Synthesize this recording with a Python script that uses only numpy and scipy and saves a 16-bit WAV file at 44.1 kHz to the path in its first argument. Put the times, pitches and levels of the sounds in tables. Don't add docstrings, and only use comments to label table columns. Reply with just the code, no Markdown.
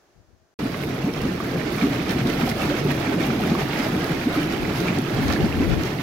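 import sys
import numpy as np
from scipy import signal
from scipy.fft import rfft, irfft, next_fast_len
from scipy.io import wavfile
from scipy.ndimage import map_coordinates

SR = 44100
rng = np.random.default_rng(int(sys.argv[2]) if len(sys.argv) > 2 else 0)


def unload_wav(signal):
    wavfile.write(
        sys.argv[1],
        SR,
        np.round(np.clip(np.atleast_2d(signal).T, -1, 1) * 32767).astype(np.int16),
    )


N = 265482

# time in seconds, level in dB before the run's own levels,
# pitch in Hz before the run's ratios, swell of the churning around it in dB.
GULPS = [(0.626, -11.5, 236, -0.5), (0.654, -8.5, 272, 2), (1.04, -10.5, 196, 1.5), (1.069, -9, 282, 0),
         (1.25, -8.5, 260, 4), (1.56, -12.5, 228, 3.5), (1.836, -2, 266.5, 1), (2.142, -10, 243, 0.5),
         (2.249, -12.5, 231.5, 3.5), (2.427, -9.5, 247, 2), (2.69, -13, 343, 1.5), (2.89, -14, 260, 2.5),
         (3.166, -13, 171, 1), (3.294, -11, 244, 1), (3.514, -8, 230, 2.5), (3.8, -11, 281, -5),
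         (3.941, -10.5, 227, -0.5), (4.268, -5.5, 292, -4.5), (4.37, -13, 293, 0), (4.814, -13, 172, -2),
         (4.889, -10.5, 220, 2), (4.985, -12, 279, 0.5), (5.183, -13, 226, 1.5), (5.39, -16, 335, 1),
         (5.436, -7, 220, 4), (5.605, -4.5, 266, 3)]
# delay in seconds,
# pitch as a ratio to the pocket's, level in dB relative to the pocket's.
GULP_RUN = [(-.014, 0.721, -12.5), (0, .9, -6.5), (.015, 1.35, -18)]
# frequency in Hz, relative gain in dB.
CHURN_COLOUR = [(15, -51), (25, -29), (43, -9.5), (70, -7), (140, -3), (205, -5), (269, -3.5), (305, -3),
                (446, -10.5), (491, -13.5), (729, -20.5), (924, -23.5), (1100, -23), (1430, -30),
                (2420, -120)]
# time in seconds, splash level in dB before trim and swells.
BOIL = [(.6, -37), (1.3, -38), (1.8, -34), (2.5, -33.5), (3.0, -34), (3.7, -33), (4.2, -33.5), (5.25, -34),
        (5.55, -34.5), (6.0, -35.5)]
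# time in seconds, length in seconds,
# swell of the splash in dB, swell of the fizz in dB.
CRESTS = [(0.796, .2, 0.5, 2.5), (1.262, .1, 2.5, 3), (1.79, 0.18, 1.5, 4), (2.117, 0.078, 1.5, 3),
          (2.327, .1, 1.5, 2.5), (2.41, .05, 3.5, 4.5), (2.48, 0.076, 2, 7), (2.612, 0.13, 2.5, 4),
          (2.792, 0.029, 1.5, 4), (2.935, 0.085, 2, 5), (3.252, .06, 3.5, 5), (3.43, .14, 1, 1),
          (3.61, 0.036, 2.5, 4.5), (3.833, 0.14, 4.5, 5), (4.35, 0.047, 0, 4.5), (4.795, .08, 1.5, 6.5),
          (4.878, 0.097, 3, 1), (5.29, 0.17, 3.5, 4.5), (5.864, 0.032, 4, 5)]
# frequency in Hz, relative gain in dB.
SPLASH_COLOUR = [(350, -7.5), (600, -1), (733, -0.5), (1020, -9), (1270, -5.5), (1670, -7.5), (2320, -8),
                 (3020, -13.5), (5520, -21.5), (7500, -26.5), (9750, -40), (16500, -120)]
# frequency in Hz, relative gain in dB.
FIZZ_COLOUR = [(2650, -0.5), (4500, 0), (5550, -3), (7960, -14.5), (12900, -2), (15200, -10), (15700, -6)]
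# start in seconds, level in dB before the mix of ring and splat,
# nominal pitch in Hz.
PLOPS = [(0.743, -18.5, 1160), (1.402, -15.5, 1144), (1.783, -19, 2300), (1.813, -14, 2300),
         (1.935, -19, 620), (2.474, -12, 766), (2.515, -14.5, 2040), (2.601, -19, 759), (2.713, -14, 578),
         (3.398, -13, 730), (3.436, -16.5, 1360), (3.55, -14, 1110), (3.732, -13.5, 2180),
         (3.862, -13.5, 636), (4.354, -14.5, 1230), (4.651, -17.5, 2030), (4.883, -10, 2310),
         (5.361, -14, 1680)]
# start in seconds, level in dB before colouring,
# left over right in dB before the ports' colour.
DROPS = [(1.138, -31, -6.0), (1.2175, -28, 7), (1.7434, -35, -4.5), (2.094, -28, -5), (2.109, -27, -4.0),
         (2.2717, -28, 0), (2.3, -25.5, -3), (2.492, -22.5, 1), (2.498, -23, 7), (3.0004, -30, -2),
         (3.7898, -26, 3), (4.043, -27, -6), (4.5236, -27, 6), (4.803, -26, -1), (4.8793, -27, -1),
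         (4.9862, -25, 5), (5.2824, -25, -4.0), (5.3254, -27, -7.0), (5.3357, -26, -10), (5.8351, -24, -8)]
# frequency in Hz, gain in dB.
TICK_COLOUR = [(800, -25), (3000, 5), (5500, 6.5), (8500, -9), (13000, -6), (16000, -10)]
# frequency in Hz, time to fall 60 dB in seconds.
WALL_DECAY = [(150, 0.069), (1500, 0.15), (12000, 0.092)]
# frequency in Hz, left-right correlation (0 to 1).
LIKENESS = [(40, 0.72), (120, 0.99), (280, 0.98), (500, 0.67), (1000, 0.41), (2500, 0.076), (6000, 0.05),
            (15000, 0.038)]
# frequency in Hz, left over right in dB.
PORTS = [(60, 0), (210, 0), (500, -2.3), (800, -1.5), (1200, -3.5), (2000, -8), (4200, -8.5), (6000, -6.5),
         (7800, 6.5), (9800, 11.5), (12500, -2), (15000, 0)]
# time of the peak in seconds, length in seconds,
# level on the left port in dB before the flutter.
GUSTS = [(0.194, 0.095, -55), (0.324, 0.089, -53), (0.427, 0.045, -59), (4.63, .06, -29),
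         (5.27, 0.2, -23.5), (5.44, 0.078, -19), (5.603, 0.17, -22.5), (5.723, 0.16, -17)]
# frequency in Hz, relative gain in dB.
BUFFET_COLOUR = [(15, -32), (40, -5), (70, -0.5), (130, -7.5), (250, -14), (500, -20), (1500, -58),
                 (5000, -100)]
# frequency in Hz, relative gain in dB.
TERRACE_COLOUR = [(59, -22), (100, -22), (217, -13), (304, -9), (345, -2), (524, -12), (607, -5.5),
                  (942, -14), (1730, -14.5), (1960, -19), (3530, -24), (6350, -21.5), (8170, -33),
                  (15000, -35)]

TERRACE_ENDS_S, TUB_STARTS_S, TUB_FADE_IN_S = 0.541, 0.589, 0.0027
USUAL_BOIL_DB = -34
CHURN_DB, CHURN_GROWS = -25, 0.69
FIZZ_DB, FIZZ_GROWS = -44, 0.91
GURGLE_S = 0.13
LULL_AFTER_S, LULL_S, LULL_SHARE = 0.092, 0.15, 0.29
BREEZE_DB = -69
TERRACE_DB, TERRACE_FADE_DB_PER_S = -60.5, 10.5
TOP_HZ = 15900


def amp(db):
    return 10 ** (np.asarray(db) / 20)


def unit(x):
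    return x / np.sqrt(np.mean(x ** 2) + 1e-20)


def along(points, hz):
    f, v = np.transpose(points)
    return np.interp(np.log(hz + 1), np.log(f + 1), v)


def wobble(rate):
    knots = rng.standard_normal(2000)
    return map_coordinates(knots, [np.arange(N) * rate / SR], mode="wrap")


def hump(s, length):
    return np.exp(-np.minimum((2 * (np.arange(N) / SR - s) / length) ** 2, 50))


def noise():
    return rng.standard_normal((2, N))


def filtered(x, response):
    m = next_fast_len(N + SR // 4)
    return irfft(rfft(x, m) * response(np.fft.rfftfreq(m, 1 / SR)), m)[..., :N]


def spread(pair, colour):
    def response(hz):
        turn = np.arccos(np.clip(along(LIKENESS, hz), -1, 1)) / 2
        return amp(along(colour, hz)) * np.array([np.cos(turn), np.sin(turn)])

    mid, side = filtered(np.array([pair[0] + pair[1], pair[0] - pair[1]]), response)
    return unit(np.array([mid + side, mid - side]))


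def bubble(age, life, rise, swell):
    envelope = (1 - np.exp(-(age / swell) ** 2)) * 100 ** (-age / life)
    return envelope * np.sin(2 * np.pi * age * (1 + rise * age / (2 * life)))


def swarm(count, low_hz, high_hz, life, rise, swell, scatter_db):
    when, pitch, size, ear, damping = rng.random((count, 5)).T
    hz = low_hz * (high_hz / low_hz) ** pitch
    gain = hz * amp(-scatter_db * np.log(np.maximum(size, np.exp(-5))))
    lives = life * 2 ** (damping - 0.5)
    k = np.arange(min(int(life * SR / low_hz), 3000000 // count))
    rings = gain[:, None] * bubble(hz[:, None] * k / SR, lives[:, None], rise, swell)
    first = (when * N).astype(int) + N * (ear > 0.5)
    at = first[:, None] + k
    line = np.bincount(at.ravel(), rings.ravel(), 2 * N)[:2 * N]
    return unit(line.reshape(2, N))


def churn(level_db):
    large = swarm(count=1300, low_hz=111.5, high_hz=443.3, life=13.4, rise=0.25, swell=1.31, scatter_db=0.04)
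    small = swarm(count=1500, low_hz=413, high_hz=1237, life=11.8, rise=0.16, swell=0.78, scatter_db=2.5)
    water = large + small + amp(14.5) * noise()
    return amp(level_db + 0.66 * wobble(22)) * spread(water, CHURN_COLOUR)


def gurgles():
    return sum(swell_db * (hump(s, GURGLE_S) - LULL_SHARE * hump(s + LULL_AFTER_S, LULL_S))
               for s, _, _, swell_db in GULPS)


def gulps():
    out, t = np.zeros(N + SR), np.arange(SR // 8) / SR
    for s, db, hz, _ in GULPS:
        for delay, ratio, share_db in GULP_RUN:
            ring = bubble(ratio * hz * t, life=13.1, rise=0.48, swell=0.97)
            ring = ring / np.abs(ring).max()
            out[round((s + delay) * SR):][:len(t)] += amp(db + share_db) * ring
    return out[:N]


def crests():
    return sum(np.outer([splash_db, fizz_db], hump(s, length)) for s, length, splash_db, fizz_db in CRESTS)


def splash(level_db, surge):
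    plinks = swarm(count=3600, low_hz=748, high_hz=3046, life=21.4, rise=0.16, swell=0.17, scatter_db=2.5)
    patter = swarm(count=9000, low_hz=2994, high_hz=7070, life=27, rise=0.11, swell=0.24, scatter_db=2.5)
    water = plinks + amp(3.5) * patter + amp(12) * noise()
    swing_db = 1.44 * surge + 0.25 * wobble(25)
    return amp(level_db + 2 + swing_db) * spread(water, SPLASH_COLOUR)


def fizz(level_db, surge):
    clicks = swarm(count=7000, low_hz=4500, high_hz=15100, life=4, rise=0.1, swell=0.093, scatter_db=3)
    foam = clicks + amp(4) * noise()
    swing_db = 0.26 * surge + 1.45 * wobble(70)
    return amp(level_db + swing_db) * spread(foam, FIZZ_COLOUR)


def plops():
    out, t = np.zeros((2, N + SR)), np.arange(SR // 16) / SR
    for s, db, hz in PLOPS:
        ring = bubble(0.985 * hz * t, life=27, rise=0.13, swell=0.79)
        band = signal.butter(2, [0.6 * hz, 1.5 * hz], "band", fs=SR, output="sos")
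        splat = unit(signal.sosfilt(band, rng.standard_normal((2, len(t)))))
        splat = splat * amp(-60 * t / 0.062)
        out[:, round(s * SR):][:, :len(t)] += amp(db) * (amp(-5.5) * ring + amp(-18.5) * splat)
    return out[:, :N]


def drops():
    out, t = np.zeros((2, N + SR)), np.arange(SR // 50) / SR
    for s, db, pan_db in DROPS:
        tick = rng.standard_normal((2, len(t))) * amp(-60 * t / 0.013)
        pan = amp([[pan_db / 2], [-pan_db / 2]])
        out[:, round(s * SR):][:, :len(t)] += amp(db) * pan * tick
    return filtered(out[:, :N], lambda hz: amp(along(TICK_COLOUR, hz)))


def walls(x):
    out, step = np.zeros((2, N + SR)), SR // 8
    for start in range(0, N, step):
        hz, t, z = signal.stft(rng.standard_normal((2, SR // 6)), SR, nperseg=256)
        decay = amp(-60 * t / along(WALL_DECAY, hz)[:, None])
        tail = signal.istft(z * decay, SR, nperseg=256)[1]
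        tail = tail / np.linalg.norm(tail[0])
        echo = signal.fftconvolve(x[:, start:start + step], tail, axes=1)
        out[:, start:start + echo.shape[1]] += echo
    return out[:, :N]


def tub():
    boil_s, boil_levels = np.transpose(BOIL)
    boil_db = np.interp(np.arange(N) / SR, boil_s, boil_levels)
    extra_db, surge = boil_db - USUAL_BOIL_DB, wobble(30)
    crest_splash_db, crest_fizz_db = crests()
    fizz_db = FIZZ_DB + FIZZ_GROWS * extra_db + crest_fizz_db
    churn_db = CHURN_DB + CHURN_GROWS * extra_db + gurgles()
    surface = splash(boil_db + crest_splash_db, surge) + fizz(fizz_db, surge) + plops() + drops()
    water = churn(churn_db) + gulps() + surface + amp(-10.5) * walls(surface)
    halves = np.array([[0.5], [-0.5]])
    return filtered(water, lambda hz: amp(halves * along(PORTS, hz)))


def wind():
    strength = amp(BREEZE_DB) + sum(amp(db) * hump(s, length) for s, length, db in GUSTS)
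    eddies = unit(filtered(noise(), lambda hz: amp(along(BUFFET_COLOUR, hz))))
    flutter = amp(1.5 * wobble(39))
    return strength * flutter * eddies * amp([[0], [-14]])


def terrace():
    fade_db = TERRACE_FADE_DB_PER_S * np.arange(N) / SR
    return amp(TERRACE_DB - fade_db) * spread(noise(), TERRACE_COLOUR)


def scene():
    t, breeze = np.arange(N) / SR, wind()
    on_terrace = t < TERRACE_ENDS_S
    at_tub = np.clip((t - TUB_STARTS_S) / TUB_FADE_IN_S, 0, 1)
    return (terrace() + breeze) * on_terrace + (tub() + breeze) * at_tub


def record(dry):
    return filtered(dry, lambda hz: np.clip((TOP_HZ - hz) / 100, 0, 1))


dry = scene()
out = record(dry)
unload_wav(out)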